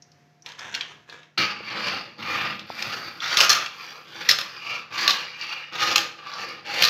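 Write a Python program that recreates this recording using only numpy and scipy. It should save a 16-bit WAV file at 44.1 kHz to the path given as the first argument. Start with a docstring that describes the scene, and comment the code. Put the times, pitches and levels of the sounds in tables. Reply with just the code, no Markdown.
"""First come light clicks and scuffs: a child fiddles with a small toy car in a living room.
Then, abruptly, a plastic truck is heard rolling, shoved back and forth over a wooden table. Its
wheels and gears make lots of tiny hits, which set the hollow shell and the table top ringing.
At the end of the harder shoves the truck knocks and rattles.
A phone close by hears it with a short echo over a faint hum."""
import sys
import numpy as np
from scipy import signal
from scipy.fft import rfft, irfft
from scipy.io import wavfile
from scipy.ndimage import map_coordinates

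SR = 44100
rng = np.random.default_rng(int(sys.argv[2]) if len(sys.argv) > 2 else 0)


def to_wav(sig):
    """Store sig (one row per channel, or 1-D mono) as 16-bit WAV at the path in sys.argv[1].

    Samples outside -1..1 are clipped; the rate is SR.
    """
    pcm = np.clip(np.atleast_2d(sig), -1, 1) * 32767
    pcm = np.round(pcm).astype(np.int16)
    wavfile.write(sys.argv[1], SR, pcm.T)  # frames by channels


N = 303849
TIME = np.arange(N) / SR
FFT_SIZE = 8192
FREQ = np.maximum(np.arange(FFT_SIZE // 2 + 1) * SR / FFT_SIZE, 1)

# Shoves of the truck. Each row: start, swell time and fade time in seconds, level in dB, then
# in dB how much to favour table rumble, grit, gear whirr, cab ring, deep table notes,
# wheel sizzle and the small gear.
SHOVES = [(1.375, 0.0031, .18, -21, -8.5, -11, 2.5, -22, 0, -35, -6),
          (1.582, 0.31, 0.19, -29.5, -7, -23, 2, -5, -1, -9, -3.5),
          (2.175, 0.19, 0.24, -25, -6.5, -13.5, -1.5, -7.5, 2.5, -7, -11),
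          (2.659, 0.18, 0.43, -34, -9.5, -5.5, -5, 0, 0.5, 2.5, 4),
          (3.201, .21, .1, -21, -21, -4.5, -11, -1, 4, -17, 7),
          (3.493, .015, .17, -23.5, -19, -3, -10, -1.5, 1, -5, -4),
          (3.66, 0.18, 0.25, -40.5, -14, -1, -1, -1.5, -15, 3, -2),
          (4.059, 0.19, 0.41, -34.5, -10, -6, -7, -1, -5.5, -1.5, 1),
          (4.479, 0.27, 0.11, -37.5, -12, -1, 5, -2, -5.5, -14, -7),
          (4.904, 0.081, 0.35, -25, -13, -5, -2.5, -18, -4.5, -14, 0),
          (5.31, 0.14, 0.26, -35, -15, -3, 5.5, -5.5, -13, -9, -9),
          (5.714, .17, 0.18, -21.5, -7.5, -6.5, -8, -12.5, -8, -13, 1.5),
          (6.178, .21, 0.25, -34, -11, -4.5, -2.5, -13, -6.5, -17, -3.5),
          (6.643, 0.16, 0.31, -23, -8, -5, -3.5, -20, -11, -20, -3)]
# The truck hits the table or another toy. Each row: time in seconds, level in dB,
# pitch in Hz of the part that rings most, rattle compared with the blow in dB.
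TRUCK_KNOCKS = [(2.825, -14, 5210, -23), (3.372, -2.5, 2550, 0), (3.411, -0.5, 6460, -5),
                (3.4955, -1.5, 6150, -4.5), (3.503, -4, 2320, -1.5), (4.2904, -5, 5130, -7),
                (4.3, -6, 5070, -2.5), (4.388, -11, 2820, -9.5), (5.079, -2.5, 3670, -7),
                (5.961, -1, 2360, -5.5), (6.824, 0.5, 2900, -21), (6.835, -6, 4360, -5),
                (6.842, -7, 2640, -2.5)]
# Scuffs of the small car. Each row: start, swell time and fade time in seconds, level in dB.
CAR_SCUFFS = [(0.444, 0.026, 0.16, -42.5), (.575, 0.016, 0.39, -37), (.72, 0.02, 0.13, -35.5),
              (.86, 0.041, 0.057, -43.5), (1.074, 0.024, 0.18, -41.5)]
# Short, sharp sounds. Each row: start in seconds, level in dB, pitch in Hz, width in Hz.
# The one at 1.378 seconds is the sharp onset as the rolling truck is suddenly heard.
SHARP_CLICKS = [(0.022, -37.5, 5940, 700), (.1174, -47.5, 5100, 1500), (0.4224, -40, 6200, 700),
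                (0.4615, -27, 3300, 2550), (0.488, -34, 5000, 3000), (0.519, -33, 3020, 2000),
                (0.5925, -28, 4760, 3000), (0.7417, -20.5, 3300, 1400), (0.7486, -15, 3130, 1820),
                (0.809, -19, 3240, 990), (1.0972, -32, 3580, 1210), (1.1253, -34.5, 2220, 1640),
                (1.231, -41, 2460, 1300), (1.378, -13.5, 2420, 1317), (1.6582, -46, 2280, 678),
                (1.702, -29, 2370, 800), (1.87, -30, 2960, 2500), (1.883, -17.5, 2600, 1480),
                (2.5937, -27.5, 3170, 1380), (3.203, -21.5, 3480, 180), (3.2413, -21, 3550, 141),
                (3.2813, -27, 4000, 2400), (3.661, -18.5, 3070, 1800), (4.671, -33, 2600, 300),
                (5.028, -21, 4600, 1490), (5.4123, -26.5, 4800, 596), (6.487, -31, 11900, 6000),
                (6.337, -28, 4900, 500), (6.663, -30, 2800, 2020)]
# Dull taps. Each row: start in seconds, level in dB, pitch in Hz.
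DULL_TAPS = [(1.606, -28.5, 480), (2.702, -16.5, 800)]

# The notes each part rings at. Each row: pitch in Hz, width in Hz, strength in dB.
# A narrow note rings longer than a wide one.
SHELL_NOTES = [(1060, 43, 1.5), (1390, 18, -9), (1210, 25, 15), (1734, 330, 1.5), (2500, 120, -1),
               (2680, 250, -0.5), (3525, 170, 1), (4237, 124, 3.5), (5080, 160, -4.5), (5300, 120, -3)]
CAB_NOTES = [(1231, 147, -5), (1345, 93, 15), (1360, 39, -7.5)]
LARGE_GEAR_NOTES = [(2238, 49, -1.5), (2399, 71, 3.5), (2656, 130, -1), (2844, 45, 1.5)]
SMALL_GEAR_NOTES = [(4630, 420, 1), (4740, 130, -2.3)]
DEEP_TABLE_NOTES = [(116, 20, 3), (165, 29, -1), (203.5, 51, 1), (310, 34, -3.5)]
HIGH_TABLE_NOTES = [(333, 10.2, 7.8), (495, 65, 2.5), (823, 37, 3.7)]
CAR_NOTES = [(482, 12, 5.5), (970, 350, 5.9), (1680, 120, 6.4), (3700, 260, 0.51)]

# How dull or bright each thing sounds. Each row: frequency in Hz, strength there in dB.
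SHELL_TONE = [(60, -43.5), (400, -18.5), (700, -9.5), (1100, -3.5), (2000, -1.5), (3500, -3.5), (5000, -9),
              (6200, -36), (9000, -18), (16000, -26.5)]
GRIT_TONE = [(500, -63), (3500, -46), (5500, 4.5), (9000, -7.5), (16000, 2)]
KNOCK_TONE = [(30, -13), (80, -10.5), (300, -17.5), (550, -8.5), (900, -19.5), (1300, -4.5), (2500, -1),
              (4500, 1.5), (6200, -0.5), (9000, -4), (16000, 1.5)]
CAR_TONE = [(80, -5), (250, -5.5), (480, -1), (750, -8), (1650, 0.5), (2200, 0.5), (3400, -1.5),
            (4500, -15), (6500, -4.5), (16000, -22)]
AIR_TONE = [(30, -13), (150, 1.5), (480, -7.5), (1200, -12.5), (1870, -9.5), (3700, -19.5), (5200, -17),
            (15000, -19)]
MICROPHONE_TONE = [(30, -35), (100, 0.5), (5800, -2), (6700, -7.5), (7800, -17.5), (9400, -25),
                   (11500, -17), (13000, -16.5), (16000, -30.5)]

# An appliance hums. Each row: pitch in Hz, average level in dB, end time in seconds.
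APPLIANCE_HUM = [(150.7, -65, 8.3), (710, -68, 1.3)]


def truck(hits_per_s=1900, bumps_per_s=70, spread_db=4, judder_db=2.08):
    """Wheels scrape and gears chatter, faster when pushed harder; shell, cab and table ring along."""
    level, rumble, grit, whirr, hollow, deep, sizzle, shrill = shoves()
    speed = np.sqrt(level / np.mean(level))
    rate = hits_per_s * speed

    def rolling(tone):
        """Fresh tiny hits ring one part."""
        return ring(chatter(rate, spread_db), tone)

    # loose axles jump in their slots now and then, over the fine scrape
    wheels = chatter(rate, spread_db) + undb(-8) * chatter(bumps_per_s * speed, spread_db / 2)
    shell = ring(wheels, slope(SHELL_TONE) * np.hypot(1, peaks(SHELL_NOTES)))
    cab = rolling(peaks(CAB_NOTES) ** 0.62)
    body = changing_grip(shell + hollow * cab, bend=0.035, rate=3)
    large_gear = rolling(peaks(LARGE_GEAR_NOTES) ** 1.2)
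    small_gear = rolling(peaks(SMALL_GEAR_NOTES) ** 1.2)
    gears = changing_grip(large_gear + shrill * small_gear, bend=0.012, rate=4)
    hiss = ring(chatter(rate / 2, spread_db), slope(GRIT_TONE))
    # the table shares the push between its deep and its higher notes
    wood = slope([(50, 9), (110, -4), (850, 5.5), (2500, -46)])
    low = rolling(wood * peaks(DEEP_TABLE_NOTES))
    high = rolling(wood * peaks(HIGH_TABLE_NOTES))
    table = (deep * low + high) / np.hypot(deep, 1)
    # slow wheels rumble, fast ones hiss
    sound = undb(-1) * (body + rumble * speed ** -0.62 * table + grit * speed ** 0.97 * hiss)
    sound += undb(-2) * whirr * gears
    # the hand never presses evenly
    sound *= level * undb(judder_db * wander(rate=70))
    # wheels that slide sideways sizzle, even under a light hand
    slide = undb(-40) * sizzle * speed ** 1.8 * rolling(peaks([(13400, 7400, 0)]) ** 2)
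    return (sound + slide) * (TIME >= SHOVES[0][0])


def shoves(rest_db=-56.5):
    """The truck's loudness over time, then its seven mix amounts, blended from shove to shove."""
    pushes = np.array([push(*row[:4]) for row in SHOVES])
    share = (pushes + 1e-9) / np.sum(pushes + 1e-9, axis=0)
    mix = undb(np.array(SHOVES)[:, 4:]).T @ share
    # the hand never lets the truck rest entirely
    level = np.hypot(np.linalg.norm(pushes, axis=0), undb(rest_db))
    return level, *mix


def push(start, swell_s, fade_s, db, bite_db=-17, fade_db=-20.5):
    """Loudness of one push of the hand: the wheels bite, speed up, then slow down."""
    age = TIME - start
    bite = np.clip(age / (0.054 * swell_s), 0, 1)
    swell_left = np.clip(1 - age / swell_s, 0, 1) ** 1.75
    fade = np.clip((age - swell_s) / fade_s, 0, 4) ** 1.806
    return bite * undb(db + bite_db * swell_left + fade_db * fade)


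def changing_grip(x, bend, rate):
    """The grip keeps changing, which bends the notes up and down (0.01 is about one percent)."""
    position = np.cumsum(1 + bend * wander(rate))
    return map_coordinates(x, [position], order=3, mode="mirror")


def knocks(contact_s=0.0024, rattle_s=0.034, thud_hz=57, thud_s=0.13):
    """Parts clash for an instant, then loose axles rattle; the shell rings and the table thuds."""
    out, t = np.zeros(N), TIME[:SR // 2]
    body = slope(KNOCK_TONE) * np.hypot(1, peaks(SHELL_NOTES))
    thud = np.sin(2 * np.pi * thud_hz * t) * np.exp(-t / thud_s)
    for start, db, hz, rattle_db in TRUCK_KNOCKS:
        clash, loose = rng.choice([-1, 1], (2, len(t)))
        blow = clash * (t / contact_s * np.exp(1 - t / contact_s)) ** 2
        # loose parts bounce in short bunches
        bounces = unit(undb(5.8 * wander(rate=307)[:len(t)]))
        rattle = loose * bounces * np.exp(-t / rattle_s) * undb(rattle_db)
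        part = np.hypot(1, peaks([(hz, hz / 7, 5)]))
        add(out, start - contact_s, undb(db - 1) * ring(blow + rattle, body * part))
        add(out, start, undb(db - 56) * thud)
    return out


def small_car():
    """Little wheels scuff under the fingers and ring the car's small body."""
    level = np.linalg.norm([push(*row) for row in CAR_SCUFFS], axis=0)
    body = slope(CAR_TONE) * np.hypot(1, peaks(CAR_NOTES))
    return level * ring(chatter(rate=1500, spread_db=4.5), body)


def clicks(fade_s=0.0051):
    """Sharp clicks: very short bursts of noise, each ringing at its own note."""
    out, t = np.zeros(N), TIME[:FFT_SIZE]
    for start, db, hz, width in SHARP_CLICKS:
        burst = rng.choice([-1, 1], len(t)) * np.exp(-t / fade_s)
        tone = peaks([(hz, width, 0), (6200, 1200, -19)]) ** 1.18
        add(out, start, undb(db) * ring(burst, tone))
    return out


def taps():
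    """Soft bumps that die away within a few vibrations."""
    out, t = np.zeros(N), TIME[:FFT_SIZE]
    for start, db, hz in DULL_TAPS:
        age = t * hz / 0.54
        rise_and_fall = age * np.exp(1 - age * 1.2)
        add(out, start, undb(db) * np.sin(2 * np.pi * hz * t) * rise_and_fall)
    return out


def room(x):
    """The toys keep moving, so each short stretch of sound gets its own pattern of echoes."""
    out, fade = np.zeros(N + FFT_SIZE), signal.get_window("hann", FFT_SIZE)
    half = FFT_SIZE // 2
    padded = np.pad(x, (half, FFT_SIZE))
    for i in range(0, N + half, half):
        add(out, i / SR, signal.fftconvolve(padded[i:i + FFT_SIZE] * fade, echoes()))
    return out[half:half + N]


def echoes(low_fade_s=0.46, high_fade_s=0.2, delay_s=0.0045, build_s=0.0037, echo_db=-6):
    """Direct sound, quick bounces off table and hand, then a wash of echoes whose highs die first."""
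    t = TIME[:SR * 6 // 10]
    noise = rng.standard_normal(len(t))
    low = signal.sosfilt(signal.butter(1, 3000, fs=SR, output="sos"), noise)
    tail = low * undb(-60 * t / low_fade_s) + (noise - low) * undb(-60 * t / high_fade_s)
    tail *= 1 - np.exp(-np.maximum(t - delay_s, 0) / build_s)
    near_bounces = undb(-21) * noise * np.exp(-t / 0.0021)
    response = undb(echo_db) * tail / np.linalg.norm(tail) + near_bounces
    response[0] = 1  # the direct sound
    return response / np.linalg.norm(response)


def background(air_db=-60):
    """The soft hush of room air and an appliance's slightly wavering hum."""
    sound = undb(air_db + 2 * wander(rate=5.35)) * ring(rng.standard_normal(N), slope(AIR_TONE))
    for hz, db, end in APPLIANCE_HUM:
        phase = 2 * np.pi * hz * TIME + 0.2 * wander(rate=11)
        sound += undb(db) * np.sqrt(2) * np.sin(phase) * (TIME < end)
    return sound


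def chatter(rate, spread_db):
    """Tiny random hits of uneven size, about `rate` of them a second."""
    hit = rng.random(N) < rate / SR
    size = undb(spread_db * np.clip(rng.standard_normal(N), -2, 2)) * rng.choice([-1, 1], N)
    return unit(hit * size / np.sqrt(rate))


def ring(x, tone):
    """Send x through an object with this tone; plain white noise keeps its power."""
    # these steps make the ringing come after each hit, never before it
    cepstrum = irfft(np.log(unit(tone) + 1e-6))
    cepstrum[1:FFT_SIZE // 2] *= 2
    cepstrum[FFT_SIZE // 2 + 1:] = 0
    response = irfft(np.exp(rfft(cepstrum)))
    return signal.fftconvolve(x, response)[:len(x)]


def slope(points):
    """A broad tone: the strength at every frequency, from a line through (Hz, dB) points."""
    hz, db = np.transpose(points)
    return undb(np.interp(np.log(FREQ), np.log(hz), db))


def peaks(notes):
    """A ringing tone: the strength at every frequency, with a peak at each note."""
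    powers = (undb(db) ** 2 / (1 + ((FREQ - hz ** 2 / FREQ) / width) ** 2) for hz, width, db in notes)
    return np.sqrt(sum(powers))


def wander(rate):
    """A random wobble of size about 1 that heads for a new value `rate` times a second."""
    values = rng.standard_normal(4096)
    return unit(np.interp(TIME * rate, np.arange(len(values)), values))


def undb(db):
    """Turn decibels into a number to multiply by."""
    return 10 ** (np.asarray(db) / 20)


def unit(x):
    """Scale x to an average power of 1."""
    return x / np.sqrt(np.mean(x ** 2) + 1e-18)


def add(out, start, sound):
    """Mix a sound in at its start time."""
    i = max(round(start * SR), 0)
    out[i:i + len(sound)] += sound[:len(out) - i]


def scene():
    """Toys and table in the room, the same in both channels."""
    mono = room(truck() + small_car() + knocks() + clicks()) + taps() + background()
    return np.array([mono, mono])


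def record(dry, top_hz=15950):
    """The phone's microphone hole dulls the highs near 9 kHz; peaks are capped and the top is cut."""
    tone = slope(MICROPHONE_TONE)
    sound = np.array([ring(channel, tone) for channel in dry]) * np.sqrt(np.mean(tone ** 2))
    top_cut = signal.ellip(10, 0.2, 90, top_hz, fs=SR, output="sos")
    return signal.sosfilt(top_cut, np.clip(sound, -1, 1))


dry = scene()
out = record(dry)
to_wav(out)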